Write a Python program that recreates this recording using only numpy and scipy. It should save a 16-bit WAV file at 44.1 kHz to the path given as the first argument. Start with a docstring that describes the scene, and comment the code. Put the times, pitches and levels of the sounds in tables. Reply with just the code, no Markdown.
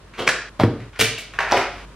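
"""Over faint hush and a low hum, a hand rustles, pages flutter and a notebook slaps a wooden table.
A hard-cover book, a cloth pencil case and a plastic pack of markers land next, in a bare, lively room.
Contacts are clicks and noise coloured by the object; knocks and the table top are fading sine waves.
Each landing is its own shot: a hard cut ends its echo, made of sparse clicks that die away.
A close pair of microphone ports hears it nearly mono in the bass and wide in the treble."""
import sys
import numpy as np
from scipy import signal
from scipy.fft import rfft, irfft
from scipy.io import wavfile

SR = 44100
rng = np.random.default_rng(int(sys.argv[2]) if len(sys.argv) > 2 else 0)


def to_wav(s):
    """Save 16-bit WAV."""
    ch = np.atleast_2d(s).T  # columns
    pcm = np.round(np.clip(ch, -1, 1) * 32767)  # PCM
    wavfile.write(sys.argv[1], SR, pcm.astype(np.int16))


N = 85995
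TIME = np.arange(N) / SR  # seconds

# In every contact table t is the moment the rise ends and the fall begins.
# Each object's sound function returns its direct sound and its level into the room (dB).

# Fluttering pages, then the swell that leads into the slap: t/s, level/dB, rise/s, fall by 60 dB/s
PAGE_FLUTTER = [(.183, -38, 0.0068, 0.092), (.200, -22.5, 0.036, 0.084), (.222, -25.5, .005, 0.051),
                (.272, -19.5, 0.011, 0.023)]
# Colour of the pages: f/Hz, relative level/dB
PAGE_COLOUR = [(59, -30), (100, -22), (438, -1.5), (668, -9.5), (1430, -12), (1660, -15), (3120, -14.5),
               (3540, -19), (4660, -25), (15500, -50.5)]


def notebook_pages():
    """Loose sheets brush each other in soft, grainy bursts, and a duller swell leads into the slap."""
    return contacts(PAGE_FLUTTER, PAGE_COLOUR), -2.5


# Notebook hitting the table: t/s, level/dB, rise/s, fall by 60 dB/s
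NOTEBOOK_SLAP = [(.275, -19, 0.0048, 0.06), (.2775, -11, 0.0026, 0.017), (.290, -13.5, 0.0093, 0.073)]
# Colour of the slap: f/Hz, relative level/dB
SLAP_COLOUR = [(200, -40), (450, -9.5), (850, -12.5), (1300, -6.5), (1800, -1.5), (2800, -12.5),
               (5500, -18), (8000, -23.5), (15500, -47.5)]


def notebook_slap():
    """The flat notebook meets the wood in quick bursts, strongest in the middle pitches."""
    return contacts(NOTEBOOK_SLAP, SLAP_COLOUR), -4


# Hard cover touching down: t/s, level/dB, rise/s, fall by 60 dB/s
COVER_TAPS = [(.5945, -28, 0.003, 0.024), (.598, -14.5, 0.00059, 0.038), (.608, -18, 0.009, 0.13),
              (.636, -20, 0.0068, 0.088)]
# Colour of the cover: f/Hz, relative level/dB
COVER_COLOUR = [(200, -25), (350, 1), (750, 6), (1500, -3.5), (3500, -11.5), (5000, -16.5), (6500, -28),
                (12700, -35.5), (15500, -49)]


def book_cover():
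    """The stiff cover taps the table several times with a boxy sound."""
    return contacts(COVER_TAPS, COVER_COLOUR), -10


# Pencils rattling in the case: t/s, level/dB, rise/s, fall by 60 dB/s
PENCIL_RATTLE = [(.995, -17, 0.0081, .04), (1.001, -12, 0.0026, 0.035), (1.010, -10.5, 0.00069, 0.07),
                 (1.013, -11.5, 0.00077, 0.052), (1.043, -20.5, 0.0024, 0.12), (1.183, -29, 0.001, 0.13)]
# Colour of the pencils: f/Hz, relative level/dB
PENCIL_COLOUR = [(150, -50.5), (250, -6.5), (353, -23.5), (450, -3.5), (516, -17), (658, -15.5),
                 (978, -22.5), (1220, -15.5), (2360, -6.5), (13000, -30), (15500, -39)]


def pencil_rattle():
    """Pencils inside the cloth knock together in overlapping bursts."""
    return contacts(PENCIL_RATTLE, PENCIL_COLOUR), -4.5


# Zip of the pencil case: t/s, level/dB, rise/s, fall by 60 dB/s
ZIP_TICK = [(1.009, -12, 0.00047, 0.0084)]
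# Colour of the zip: f/Hz, relative level/dB
ZIP_COLOUR = [(3000, -15), (5000, 4), (7000, -14), (10000, 3), (12500, -6), (15500, -29)]


def zip_tick():
    """The small zip gives one very short, bright tick."""
    return contacts(ZIP_TICK, ZIP_COLOUR), -3


# Edge of the marker pack: t/s, level/dB, rise/s, fall by 60 dB/s
PACK_EDGE = [(1.3885, -15.5, 0.00028, 0.062), (1.406, -19.5, .010, 0.16), (1.510, -27, 0.12, 0.068)]
# Colour of the edge: f/Hz, relative level/dB
EDGE_COLOUR = [(200, -44), (400, -10.5), (800, -6.5), (1300, -3), (1600, -2), (2300, -5.5), (3500, -19),
               (5500, -26), (12500, -48), (15500, -53)]


def pack_edge():
    """The plastic edge touches down first, with a sharp start."""
    return contacts(PACK_EDGE, EDGE_COLOUR), -3


# Pack landing flat: t/s, level/dB, rise/s, fall by 60 dB/s
PACK_FLAT = [(1.523, -10.5, 0.0019, 0.033), (1.535, -16.5, 0.0047, 0.12), (1.555, -16.5, 0.0049, 0.018)]
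# Colour of the flat side: f/Hz, relative level/dB
FLAT_COLOUR = [(120, -36), (300, -6), (480, -1), (700, -0.5), (900, -9.5), (1300, -10), (2700, -21),
               (5000, -27), (9000, -66)]


def pack_flat():
    """The broad side of the pack lands with a duller sound than its edge."""
    return contacts(PACK_FLAT, FLAT_COLOUR), 0


# Markers rattling in the pack: t/s, level/dB, rise/s, fall by 60 dB/s
MARKER_RATTLE = [(1.515, -17.5, 0.0085, 0.033), (1.526, -15.5, 0.0013, 0.04), (1.576, -19, 0.032, 0.053),
                 (1.615, -28.5, 0.0097, 0.11), (1.80, -44.5, 0.24, 0.14)]
# Colour of the markers: f/Hz, relative level/dB
MARKER_COLOUR = [(600, -0.5), (1500, -1.5), (2500, -1.5), (4000, -13), (5500, -16), (7000, -23.5),
                 (15000, -39)]


def marker_rattle():
    """Loose markers clatter against each other inside the plastic."""
    return contacts(MARKER_RATTLE, MARKER_COLOUR), -1


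# Short pitched knocks: t/s, starting level/dB, f/Hz, fall by 60 dB/s
KNOCKS = [(.2765, 6, 2300, 0.0063), (0.2774, -10.5, 1143, 0.028), (0.279, -8.5, 5480, 0.0047),
          (.2770, -29, 7950, 0.0026), (0.599, -10, 885, 0.0074), (0.6345, -4.5, 1290, 0.0054),
          (0.999, -14, 1884, 0.013), (1.010, -7.5, 2453, 0.021), (1.178, -21.5, 2730, .03),
          (1.388, -3.5, 1550, 0.0059), (1.39, -19.5, 4700, 0.007), (1.5216, -4, 4150, 0.0022),
          (1.5212, -10, 5100, 0.0051), (1.5206, -11, 5830, 0.0069), (1.522, -7, 605, 0.04),
          (1.526, -6, 873, 0.018)]


def knocks():
    """A struck cover, pencil or plastic wall rings briefly as a fading sine wave."""
    rise_s = 0.00017
    sound = np.zeros(N)
    for start, level_db, hz, t60 in KNOCKS:
        age = np.maximum(TIME - start, 0)
        loudness = gain_of(level_db - 60 * age / t60) * (1 - np.exp(-age / rise_s))
        sound -= loudness * np.sin(2 * np.pi * hz * age)
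    return sound, -10


# Weight landing on the table top: t/s, level/dB, contact time/s
PUSHES = [(.200, -22, 0.0028), (0.282, -24, 0.0061), (.598, -14, 0.0032), (0.606, -12.5, 0.0014),
          (.615, -12.5, 0.0061), (.638, 1, 0.0034), (0.647, -9.5, 0.0025), (.6485, -12.5, 0.0025),
          (0.6517, -13, 0.0034), (.995, -15, 0.0015), (1.024, -15, 0.0035), (1.524, -19.5, 0.001),
          (1.571, -21.5, 0.0027)]
# Ringing modes of the table: f/Hz, relative level/dB, fall by 60 dB/s
TABLE_MODES = [(113, 4, 0.28), (264, -7.5, 0.35), (420, 0, 0.57), (448, 8.5, 0.21), (564, -33, 0.22),
               (620, -26, 0.47), (716, -29, 0.54), (759, -32, 0.54), (131.9, -6.5, 0.33),
               (222, -25.5, 0.21)]


def table_top():
    """A smooth force pulse gives a low pressure swing and rings the table's modes."""
    ring_db = -17
    force, swing = np.zeros(N), np.zeros(N)
    for start, level_db, contact_s in PUSHES:
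        u = (TIME - start) / (contact_s / 2)
        pulse = gain_of(level_db) * np.exp(-2 * u ** 2)
        force += pulse / (contact_s * SR / 2)  # a longer push is spread thinner
        swing += pulse * (4 * u ** 2 - 1)  # the curvature of the force pulse
    age = np.arange(SR // 2) / SR
    ring = np.zeros(len(age))
    for hz, level_db, t60 in TABLE_MODES:
        ring += gain_of(level_db - 60 * age / t60) * np.sin(2 * np.pi * hz * age)
    return swing + gain_of(ring_db) * signal.oaconvolve(force, ring)[:N], -8


# Rustling hand: t/s, level/dB, rise/s, fall by 60 dB/s
HAND_RUSTLE = [(.137, -41.5, .001, 0.32), (.801, -44, 0.0042, 0.13), (.932, -46, 0.003, 0.2),
               (.961, -35.5, 0.0076, 0.05), (1.336, -34.5, 0.00084, 0.11), (1.878, -49, 0.0021, 0.064)]
# Colour of the rustle: f/Hz, relative level/dB
RUSTLE_COLOUR = [(400, -25), (900, -1.5), (1500, 2), (2500, 0.5), (3500, -9), (7000, -22.5), (15500, -47)]


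def hand_rustle():
    """A moving hand makes faint grainy rubs around the landings."""
    return contacts(HAND_RUSTLE, RUSTLE_COLOUR), 0


# How long the room's echo lasts: f/Hz, fall by 60 dB/s
ROOM = [(100, 0.53), (300, 0.51), (800, 0.48), (2000, .52), (5000, 0.54), (9000, 0.36), (13000, 0.18)]


def room_tail():
    """Sparse clicks of random sign stand for echoes, each band dying at its own speed; energy 1."""
    first_echo_s, build_s = 0.0049, 0.0027
    taps = np.zeros(SR)
    at = np.arange(0, SR - 16, 16)  # one click in every 16 samples
    taps[at + rng.integers(0, 16, len(at))] = rng.choice([-1., 1.], len(at))
    hz, t, bands = signal.stft(taps, SR, nperseg=512)
    fall_db = -60 * t / read(ROOM, hz)[:, None]
    tail = signal.istft(bands * gain_of(fall_db), SR, nperseg=512)[1]
    tail = tail * np.clip((np.arange(len(tail)) / SR - first_echo_s) / build_s, 0, 1)
    return tail / np.linalg.norm(tail)


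# Stereo width, side (left-right difference) against mid (their sum): f/Hz, level/dB
WIDTH = [(60, -42), (110, -42), (200, -23), (380, -21.5), (700, -23), (1290, -17.5), (2380, -13.5),
         (4400, -3.5), (8120, 4.5), (15000, 13)]


def stereo_side(direct, room_side):
    """The two ports differ little in the bass and much in the treble."""
    direct_width_db = -6.5
    turned = signal.hilbert(direct).imag  # a quarter cycle out of step with the mid
    return shaped(room_side + gain_of(direct_width_db) * turned, WIDTH)


# Colour of the hush in the mid: f/Hz, relative level/dB
HUSH_MID = [(47, -108), (80, -3.5), (104, -3.5), (294, -12), (487, -13), (709, -18), (809, -22), (965, -14),
            (11100, -42), (15500, -82)]
# Colour of the hush in the side: f/Hz, relative level/dB
HUSH_SIDE = [(24, -53), (40, -23), (377, -6), (577, -13), (1130, -14), (3300, -18), (3560, -17),
             (12700, -27), (15500, -34)]


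def hush():
    """Steady room noise and a wavering low hum, as mid and side before each shot's own lift."""
    mid_db, side_db = -49, -57
    hum_db, hum_hz, hum_width_hz = -45.5, 49, 10
    hum_steady = 3.8  # the steady part of the hum against each wavering part
    mid, side = rng.standard_normal((2, N))
    r = np.exp(-np.pi * hum_width_hz / SR)
    slow = signal.lfilter([1 - r], [1, -r], rng.standard_normal((2, N + SR)))
    a, b = slow[:, SR:]  # skip the second in which the filter settles
    waver = hum_steady + evened(a) + 1j * evened(b)
    hum = evened((waver * np.exp(2j * np.pi * hum_hz * TIME)).real)
    return np.array([gain_of(mid_db) * evened(shaped(mid, HUSH_MID)) + gain_of(hum_db) * hum,
                     gain_of(side_db) * evened(shaped(side, HUSH_SIDE))])


def contacts(rows, colour):
    """Each contact is noise and a burst of tiny uneven clicks that ring the object's colour."""
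    grains_per_s, spread_db, most_db = 3500, 2.5, 6
    power = np.zeros(N)
    for peak, level_db, rise, fall in rows:
        u = TIME - peak
        falling = gain_of(2 * (level_db - 60 * np.maximum(u, 0) / fall))
        power += falling * np.clip(1 + u / rise, 0, 1) ** 4
    size = gain_of(np.minimum(spread_db * rng.exponential(1, N), most_db))
    size = size * (rng.random(N) < grains_per_s / SR)
    grit = evened(rng.standard_normal(N)) + evened(size * rng.choice([-1., 1.], N))
    return signal.oaconvolve(np.sqrt(power / 2) * grit, causal(colour))[:N]


def gain_of(db):
    """Turn decibels into a multiplier."""
    return 10 ** (np.asarray(db) / 20)


def evened(x):
    """Scale a sound to an average (RMS) level of 1."""
    return x / np.sqrt(np.mean(x ** 2) + 1e-20)


def read(points, hz):
    """Read a table between its points, along a logarithmic pitch scale."""
    f, value = np.transpose(points)
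    return np.interp(np.log(hz + 1), np.log(f + 1), value)


def causal(points, size=4096):
    """Minimum-phase filter of energy 1, falling away below the first point."""
    hz = abs(np.fft.fftfreq(size, 1 / SR))
    points = [(6.7, points[0][1] - 30)] + list(points)
    log_gain = np.log(gain_of(read(points, hz)))
    taps = np.fft.ifft(np.exp(np.conj(signal.hilbert(log_gain)))).real[:size // 2]
    return taps / np.linalg.norm(taps)


def shaped(x, points):
    """Colour a sound from a dB table without shifting it in time (zero phase)."""
    return irfft(rfft(x) * gain_of(read(points, np.fft.rfftfreq(len(x), 1 / SR))), len(x))


# Edges of the shots, each one starting where the last ends: t/s
CUTS = [0, .495, .897, 1.335, 1.853, 2]
# Lift of the hush and hum in each shot: level/dB
SHOT_HUSH = [0.47, 1.4, 0, 4.6, 2.7]


def scene():
    """Every shot plays its objects through the room and is cut off at its end."""
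    parts = [notebook_pages(), notebook_slap(), book_cover(), pencil_rattle(), pack_edge(), pack_flat(),
             marker_rattle(), zip_tick(), hand_rustle(), knocks(), table_top()]
    direct = sum(sound for sound, room_db in parts)
    send = sum(sound * gain_of(room_db) for sound, room_db in parts)
    air = hush()
    out = np.zeros((2, N))
    for start, end, hush_db in zip(CUTS, CUTS[1:], SHOT_HUSH):
        shot = (TIME >= start) & (TIME < end)
        # two separate echo patterns, one for mid and one for side
        room_mid, room_side = (signal.fftconvolve(send * shot, room_tail())[:N] for _ in range(2))
        side = stereo_side(direct * shot, room_side)
        out += shot * (np.array([room_mid + direct, side]) + gain_of(hush_db) * air)
    mid, side = out
    return np.array([mid + side, mid - side])


def record(dry):
    """The microphone loses the deepest bass, peaks are clipped at full scale, then the top is cut."""
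    bass_cut_hz, top_hz = 50, 15900
    bass_cut = signal.butter(2, bass_cut_hz, "high", fs=SR, output="sos")
    thin = signal.sosfilt(bass_cut, dry)
    band_limit = signal.firwin(1023, top_hz, window=("kaiser", 10), fs=SR)
    return signal.oaconvolve(np.clip(thin, -1, 1), band_limit[None], "same")


dry = scene()
out = record(dry)
to_wav(out)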